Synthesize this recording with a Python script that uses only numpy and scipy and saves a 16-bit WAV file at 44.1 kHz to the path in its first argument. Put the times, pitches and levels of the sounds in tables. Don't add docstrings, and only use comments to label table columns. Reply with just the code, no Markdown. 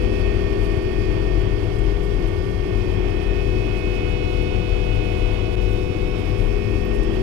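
import sys
import numpy as np
from scipy.fft import rfft, irfft, next_fast_len
from scipy.io import wavfile
from scipy.ndimage import map_coordinates

SR = 44100
rng = np.random.default_rng(int(sys.argv[2]) if len(sys.argv) > 2 else 0)


def to_wav(sig):
    pcm = np.clip(np.atleast_2d(sig), -1, 1) * 32767
    pcm = np.round(pcm).astype(np.int16)
    wavfile.write(sys.argv[1], SR, pcm.T)


N = 318402
PISTONS = 9


def amp(db):
    return 10 ** (np.asarray(db) / 20)


def unit(x):
    return x / np.sqrt(np.mean(x ** 2) + 1e-20)


def along(points, hz):
    f, v = np.transpose(points)
    return np.interp(np.log(hz + 1), np.log(f + 1), v)


def curves(rows):
    s, *columns = np.transpose(rows)
    return [np.interp(np.arange(N) / SR, s, column) for column in columns]


def wobble(rate):
    coarse = np.arange(0, N + 64, 64)
    knots = rng.standard_normal(2048)
    smooth = map_coordinates(knots, [coarse * rate / SR], mode="wrap")
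    return np.interp(np.arange(N), coarse, smooth)


def filtered(x, response):
    size = next_fast_len(N + SR // 4, True)
    hz = np.fft.rfftfreq(size, 1 / SR)
    return irfft(rfft(x, size) * response(hz), size)[..., :N]


def coloured(white, spectrum):
    return filtered(white, lambda hz: amp(along(spectrum, hz)) * np.sqrt(SR / 2))


# (frequency [Hz], correlation [-1..1])
EAR_LIKENESS = [(30, .93), (100, .88), (150, .55), (240, .44), (310, .82), (400, .85), (500, .23),
                (700, .17), (1200, .1), (2500, .05)]


def rush(spectrum):
    def mid_side_gain(hz):
        angle = np.arccos(np.clip(along(EAR_LIKENESS, hz), -1, 1)) / 2
        return amp(along(spectrum, hz)) * np.sqrt(SR / 2) * [np.cos(angle), np.sin(angle)]

    mid, side = filtered(rng.standard_normal((2, N)), mid_side_gain)
    return np.array([mid + side, mid - side])


# (time [s], sideways [-1..1], forward [-1..1], height [-1..1])
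CAMERA_PATH = [(0.2, 0.21, 0.89, -0.22), (0.55, -0.38, 0.97, 0.12), (1.1, -0.11, 0.84, 0.16),
               (1.6, -0.43, 0.01, 0.42), (2.0, -0.32, -0.69, 0.068), (2.5, -0.55, -0.58, 0.71),
               (2.75, -0.14, -0.29, -0.74), (3.2, 0.33, 0.082, -0.11), (3.7, 0.53, 0.33, -0.15),
               (4.2, 0.9, 0.17, 0.049), (5.0, 0.97, -0.09, 0.4), (5.6, 0.77, -0.017, -0.1),
               (6.15, 0.46, -0.54, -0.61), (6.6, -0.074, -0.15, -0.86), (7.1, -0.39, 0.6, -0.68)]


def tones(multiples, table, turns, flutter_db, flutter_rate, scatter_db):
    place, out = np.array(curves(CAMERA_PATH)), np.zeros((2, N))
    for multiple, (db, left_db, *slopes) in zip(multiples, table):
        level = np.sqrt(2) * amp(db + np.dot(slopes, place) + flutter_db * wobble(flutter_rate))
        scatter = amp(db + scatter_db) * (wobble(flutter_rate) + 1j * wobble(flutter_rate))
        partial = (level + scatter) * np.exp(2j * np.pi * (multiple * turns + rng.random()))
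        apart = min(multiple / 30, 1) * np.dot(rng.standard_normal(3), place)
        left = amp(left_db) * (partial * np.exp(1j * apart)).real
        out += [left, partial.real]
    return out


def tone(cycles, db, flutter_db, flutter_rate):
    size = np.sqrt(2) * amp(db + flutter_db * wobble(flutter_rate))
    return size * np.sin(2 * np.pi * (cycles + rng.random()))


def bursts(rows, spectrum, attack_s):
    t, envelope = np.arange(N) / SR, np.zeros(N)
    for s, db, decay_s in rows:
        age = np.maximum(t - s, 0)
        envelope += amp(db - 30 * age / decay_s) * (1 - np.exp(-age / attack_s))
    return envelope * unit(coloured(rng.standard_normal(N), spectrum))


# (frequency [Hz], relative density [dB per Hz])
TREBLE_COLOUR = [(3000, -25), (5500, -0.5), (9000, 4), (12000, 0.5), (13500, -7), (15500, -16)]


def treble_flicker():
    swell_db = 1.2 * wobble(5) + 3.6 * wobble(40)
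    noise = coloured(rng.standard_normal(N), TREBLE_COLOUR)
    return amp(-60.5) * unit(amp(swell_db) * noise)


# (frequency [Hz], relative density [dB per Hz])
AIR_COLOUR = [(2000, -20), (3500, 10), (4100, 9), (4600, 14), (5400, 10), (6100, 4.5), (7600, -2.5),
              (8800, -0.5), (10000, -4.5), (11900, -2), (13000, -13), (15000, -26)]


def air(turns):
    strokes = np.sin(2 * np.pi * PISTONS * turns)
    flicker_db = .95 * wobble(22)
    return amp(-48.0 + flicker_db) * (1 + .07 * strokes) * unit(rush(AIR_COLOUR))


# (time [s], onset level [dB], decay by 30 dB [s])
CASE_TICKS = [(5.732, -42, .007), (5.995, -52, .005), (6.291, -47, .007), (6.851, -45, .025)]
# (frequency [Hz], relative density [dB per Hz])
TICK_COLOUR = [(3000, -30), (10000, -10), (12000, 0), (13800, -2), (15500, -12)]


def ticks():
    return bursts(CASE_TICKS, TICK_COLOUR, attack_s=.0004)


# (time [s], onset level [dB], decay by 30 dB [s])
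HAND_SCUFFS = [(1.784, -42, .04), (5.711, -44, .04), (7.028, -41, .04)]
# (frequency [Hz], relative density [dB per Hz])
SCUFF_COLOUR = [(1500, -30), (4500, 7), (9000, 6), (11500, -2), (14500, -10), (15500, -18)]


def scuffs():
    return bursts(HAND_SCUFFS, SCUFF_COLOUR, attack_s=0.0037)


# (time [s], level [dB])
TIMING_GEAR_LEVEL = [(0.0, -46), (1.15, -46), (1.95, -64), (2.85, -48.0), (4.0, -46), (4.4, -53),
                     (4.65, -46), (6.15, -48), (6.7, -43), (7.21, -61)]
GEAR_MULTIPLES = [5.75, 36.38, 61.92]
# (level [dB], extra on the left [dB],
# slopes sideways, forward, height [dB per unit of the camera's path])
GEAR_TONES = [(-65, 14.5, 4.5, -1.0, 0), (-60.5, -23, -1.0, 1.5, 4), (-56.5, -3, 1, 1.5, -3)]


def gears(turns):
    mesh = tone(60 * turns, curves(TIMING_GEAR_LEVEL)[0], flutter_db=1.5, flutter_rate=18)
    others = tones(GEAR_MULTIPLES, GEAR_TONES, turns, flutter_db=0, flutter_rate=9.1, scatter_db=-28)
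    return amp([[-7], [0]]) * mesh + others


THROB_MULTIPLES = [2, 2.5]
# (time [s], first tone [dB], second tone [dB])
THROB_SWELL = [(0.0, -46, -47), (0.45, -38.5, -49), (0.6, -50, -32), (0.7, -57, -52), (1.0, -41.0, -50),
               (1.3, -52, -43.5), (1.5, -53.0, -41.5), (1.65, -44.5, -42.5), (2.0, -57, -51),
               (2.4, -39, -39), (2.5, -51, -43), (2.95, -44, -39.5), (3.35, -42.5, -54), (3.65, -53, -44.5),
               (4.2, -41.5, -48), (4.5, -43, -50), (4.75, -41, -48), (4.9, -58, -41.5), (5.2, -45, -42),
               (5.85, -47, -41), (6.15, -44, -45.5), (6.8, -46, -42.0), (6.85, -51, -61), (7.21, -43, -40)]
THROB_RIGHT_GAIN = [-11, 2.5]


def throb(turns):
    out = np.zeros((2, N))
    for multiple, db, right_db in zip(THROB_MULTIPLES, curves(THROB_SWELL), THROB_RIGHT_GAIN):
        deep = tone(multiple * turns, db, flutter_db=1.0, flutter_rate=5.1)
        out += amp([[0], [right_db]]) * deep
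    return out


# (time [s], level [dB])
FIRING_HUM_LEVEL = [(0.0, -37), (0.3, -45), (0.34, -48), (0.9, -46), (0.96, -57), (1.04, -45.5),
                    (2.69, -48.5), (3.6, -43), (3.8, -46), (3.94, -40.5), (7.13, -42.5), (7.15, -41)]


def firing_hum(turns):
    size = np.sqrt(2) * amp(curves(FIRING_HUM_LEVEL)[0] + 0.64 * wobble(5.9))
    phase = 2 * np.pi * 12 * turns + 0.065 * wobble(5.5)
    return amp([[10], [4]]) * size * np.sin(phase)


DIESEL_MULTIPLES = [4, 4.5, 5, 6, 7.5, 8, 9.5, 11, 13, 16, 28, 28.5, 84]
# (level [dB], extra on the left [dB],
# slopes sideways, forward, height [dB per unit of the camera's path])
DIESEL_TONES = [(-59, -2, -3, 8.5, 6), (-51, -3.5, -2, 3, -2), (-61.5, 0, 7, -5, 0), (-56, -3, -7, 11, -5),
                (-44, -4.5, 0.5, -0.5, 0.5), (-40, -2.5, -2, 5.5, -1), (-56, 2, -9, 8, -4),
                (-43, -1.5, 0.5, 0, -1.5), (-65.5, 16, -1, 6.5, 5), (-49, -6, 0.5, 5.5, 11),
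                (-54, -15, -4, 6, 4), (-54.5, -14, -7, -3, 0), (-64, 2, 14.5, 4, -2)]
# (frequency [Hz], density [dB per Hz])
KNOCK_COLOUR = [(90, -88), (170, -76), (330, -69), (520, -73), (900, -74.5), (1200, -77), (1700, -84),
                (2800, -85), (3600, -97), (5500, -112), (9000, -120)]
# (frequency [Hz], density [dB per Hz])
PANEL_BOOM = [(35, -63.5), (60, -59), (80, -59), (104, -57), (125, -62), (150, -64), (200, -66),
              (250, -67.5), (290, -55), (375, -56), (430, -61), (520, -63.5), (700, -74), (1500, -120)]


def diesel(turns):
    size = round(2 * N / turns[-1])
    random_phases = np.exp(2j * np.pi * rng.random(size // 2 + 1))
    cycle = unit(irfft(random_phases, size))
    repeated = map_coordinates(cycle, [turns / 2 % 1 * size], mode="grid-wrap")
    knock = coloured(repeated, KNOCK_COLOUR) * amp(-1.5 + 0.97 * wobble(6.5))
    boom = rush(PANEL_BOOM) * amp(0.14 * wobble(3.3))
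    drone = tones(DIESEL_MULTIPLES, DIESEL_TONES, turns, flutter_db=1.5, flutter_rate=8.2, scatter_db=-16.0)
    return drone + knock + boom


WHINE_MULTIPLES = [45, 54, 63]
# (time [s], first [dB], second [dB], third [dB])
WHINE_LEVEL = [(0, -41.5, -48, -38), (.07, -42, -47, -43), (.15, -41, -47, -35.5), (.21, -39.5, -46.5, -41),
               (.26, -39, -46, -35), (.34, -39.5, -46, -42), (.6, -40.5, -45, -48.5),
               (.8, -40.5, -45, -45.5), (1.3, -41, -46, -44.5), (1.65, -43.5, -45.5, -50),
               (2.15, -44.5, -46, -53), (2.58, -43, -45, -59), (2.68, -43.5, -46.5, -46),
               (2.82, -43.5, -46, -41), (3.05, -43, -45, -45), (3.25, -42.5, -48, -38.5),
               (3.45, -43.5, -44, -38), (3.65, -46, -45, -35.5), (3.85, -47.5, -42, -34.5),
               (4.3, -53, -40.3, -35.5), (4.75, -55, -45, -36.5), (5.25, -56, -41.5, -36.5),
               (5.5, -57.5, -44.5, -37.5), (5.85, -54, -46.5, -38.5), (5.95, -57.5, -42.5, -40),
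               (6.15, -57.5, -42, -39.5), (6.45, -46, -43, -43), (6.65, -45.5, -42, -39),
               (7.0, -40.5, -49.5, -42), (7.2, -42.5, -60, -44.5)]


def whines(turns):
    buzz = 1 + .05 * np.sin(2 * np.pi * turns) + .06 * np.sin(4 * np.pi * turns)
    whine = np.zeros(N)
    for multiple, db in zip(WHINE_MULTIPLES, curves(WHINE_LEVEL)):
        whine += tone(multiple * turns, db, flutter_db=.85, flutter_rate=34)
    return amp([[-4], [0]]) * buzz * whine


# (time [s], left level [dB], right level [dB])
PISTON_HUM_LEVEL = [(0.0, -33, -29.5), (0.4, -35.5, -32.5), (0.75, -33, -30.0), (1.75, -35, -31.5),
                    (2.0, -41, -39), (2.25, -36.5, -32.5), (2.9, -33.5, -33.5), (3.65, -36, -32.5),
                    (4.25, -33.5, -35.5), (5.35, -36, -37.5), (5.55, -29.5, -44), (5.75, -32.5, -33.5),
                    (6.2, -38.5, -41), (6.7, -32.5, -34), (6.9, -36.5, -35), (7.21, -35, -28.0)]
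PUMP_MULTIPLES = [18, 27, 36, 72, 81, 90, 99, 108, 117, 126, 135, 153, 162, 171, 180, 216, 252]
# (level [dB], extra on the left [dB],
# slopes sideways, forward, height [dB per unit of the camera's path])
PUMP_TONES = [(-46.5, 0.5, 8, -1.5, 0.5), (-51.5, -5.5, 0, -1.5, -4), (-54.5, -1, 4, -1.5, 2),
              (-60.5, 4, 18.5, 4, -5), (-54.5, -7, 0, 1, 3.5), (-64.5, 19.5, 16.5, -4, -5),
              (-60, 3, 5.5, 0.5, 1), (-60, -5, 4.5, 7, 6.5), (-63.5, 0, -5, 8, 5), (-62, 0, -2, -3, -2),
              (-61, 0, 4, 3, -5), (-74, 0, 6, 7, 3), (-73, 0, 2, -4.5, 3.5), (-74.5, 0, 9, 6, 0),
              (-74, 0, 1, 5, -3), (-79, 0, -6, 7, 1), (-79, 0, 10, 9, -2)]


def pump(turns):
    pressure_db = .25 * wobble(22)
    hum = tone(PISTONS * turns, np.array(curves(PISTON_HUM_LEVEL)), flutter_db=1.3, flutter_rate=20)
    ripple = tones(PUMP_MULTIPLES, PUMP_TONES, turns, flutter_db=1.43, flutter_rate=14, scatter_db=-19)
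    return amp(pressure_db) * (hum + ripple + whines(turns))


# (time [s], left level [dB], right level [dB])
MOTOR_HUM_LEVEL = [(0.0, -33, -31), (0.55, -29, -30.0), (1.05, -33, -32.5), (1.9, -32, -32.5),
                   (2.6, -34.5, -35.5), (3.2, -32, -36), (3.35, -30.5, -36.0), (3.7, -34.0, -38),
                   (4.45, -36, -40), (5.1, -34.5, -47), (5.55, -35, -46.0), (6.05, -35, -43),
                   (6.25, -35.5, -42), (6.45, -31, -33.5), (6.7, -30.5, -38), (7.21, -31, -30.5)]
MOTOR_MULTIPLES = [4, 5]
# (level [dB], extra on the left [dB],
# slopes sideways, forward, height [dB per unit of the camera's path])
MOTOR_TONES = [(-54, 2.1, 0.5, -3.5, 2), (-57, 7.6, 0, 6.5, -10.5)]
# (time [s], level [dB])
THUMP_LEVEL = [(0.0, -34), (0.7, -35), (0.85, -38), (1.15, -34.5), (1.5, -30.5), (1.6, -41), (1.8, -33),
               (2.25, -35), (2.3, -49), (2.5, -36), (4.15, -36.0), (4.25, -37), (4.4, -36.5), (5.05, -34.5),
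               (5.2, -32.0), (5.45, -40), (5.7, -34.0), (5.9, -46), (6.05, -36), (6.2, -42), (6.3, -35),
               (6.65, -43), (6.75, -34.5), (7.21, -35)]
# (time [s], relative level [dB])
RUMBLE_STRENGTH = [(0.0, -26), (0.7, -17), (1.0, -23), (1.5, -19), (1.6, -23.5), (1.8, -15), (2.0, -22),
                   (2.4, -22), (2.5, -19), (4.3, -27.5), (4.4, -19), (4.5, -20), (5.3, -19), (5.4, -23),
                   (5.8, -15), (5.9, -26), (6.1, -18), (6.2, -24), (6.5, -13), (6.6, -24), (7.0, -15),
                   (7.2, -26)]
# (time [s], relative level [dB])
CHUTE_RUSH = [(0.0, -46), (0.48, -46), (2.53, -48.5), (2.95, -46.5), (4.36, -47), (4.52, -46.5),
              (5.26, -47), (5.38, -46.5), (5.44, -48), (6.51, -47.5), (6.63, -48.5), (7.15, -47)]
# (frequency [Hz], relative density [dB per Hz])
SHAKE_COLOUR = [(10, -34), (28.5, -24), (30.5, 1.5), (32, 4.5), (40, 4.5), (46, -2), (54, -8.5), (75, -23),
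                (120, -72)]
# (frequency [Hz], relative density [dB per Hz])
SNOW_COLOUR = [(250, -43), (480, -3.5), (580, -1), (640, 7.5), (675, 2.5), (750, -1.5), (1000, -3),
               (1400, -8.5), (1750, -8.5), (2100, -5.5), (2550, -4.5), (2900, -6), (3280, -5),
               (3700, -16.5), (5000, -64)]


def blower(turns):
    slip = 0.007 * wobble(2.99)
    motor_turns = 1.1013 * turns + slip
    blade_passes = 1.125 * turns + slip
    hum = tone(PISTONS * motor_turns, np.array(curves(MOTOR_HUM_LEVEL)), flutter_db=1.3, flutter_rate=20)
    drone = tones(MOTOR_MULTIPLES, MOTOR_TONES, motor_turns, flutter_db=1.75, flutter_rate=10, scatter_db=-17)
    thump = tone(blade_passes, curves(THUMP_LEVEL)[0], flutter_db=.5, flutter_rate=8)
    shake = amp(curves(RUMBLE_STRENGTH)[0] - 18.5) * unit(rush(SHAKE_COLOUR))
    snow_db = curves(CHUTE_RUSH)[0] + 11 + 0.92 * wobble(13)
    snow = amp(snow_db) * unit(rush(SNOW_COLOUR))
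    return hum + drone + thump + shake + snow


# (time [s], crankshaft rate [turns per s])
CRANK_RATE = [(0.0, 41.28), (0.4, 40.76), (0.5, 40.7), (0.9, 40.82), (1.7, 40.69), (2.2, 40.68),
              (2.8, 40.57), (3.6, 40.66), (3.8, 40.58), (4.1, 40.67), (4.3, 40.6), (4.6, 40.69),
              (5.3, 40.69), (6.0, 40.81), (6.1, 40.91), (7.2, 41.09)]


def scene():
    turns = np.cumsum(curves(CRANK_RATE)[0]) / SR + 0.00067 * wobble(12)
    handling = ticks() + scuffs()
    engine = gears(turns) + throb(turns) + firing_hum(turns) + diesel(turns)
    return treble_flicker() + air(turns) + handling + engine + pump(turns) + blower(turns)


def dip():
    start_s, depth, recovery_s = 5.557, .82, .009
    age = np.arange(N) / SR - start_s
    width = np.where(age < 0, recovery_s / 10, recovery_s)
    return 1 - depth * np.exp(-(age / width) ** 2)


# (frequency [Hz], gain [dB])
LEFT_RESPONSE = [(60, 14.5), (130, 15.5), (170, 12.5), (220, 7.5), (310, 2), (420, 2), (600, -5.5),
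                 (1100, -8.5), (1800, -13.5), (2500, -19.5), (3200, -44), (4200, -47), (5000, -62)]
# (frequency [Hz], lag [rad])
LEFT_PHASE_LAG = [(20, .08), (100, 0.39), (200, 0.57), (370, 1.08), (490, 1.86), (750, 1.46), (1200, 1.17),
                  (2500, 1.1)]


def record(dry):
    left, right = dry * dip()
    left = filtered(left, lambda hz: amp(along(LEFT_RESPONSE, hz)) * np.exp(-1j * along(LEFT_PHASE_LAG, hz)))
    return filtered(np.array([left, right]), lambda hz: hz < 15500)


dry = scene()
out = record(dry)
to_wav(out)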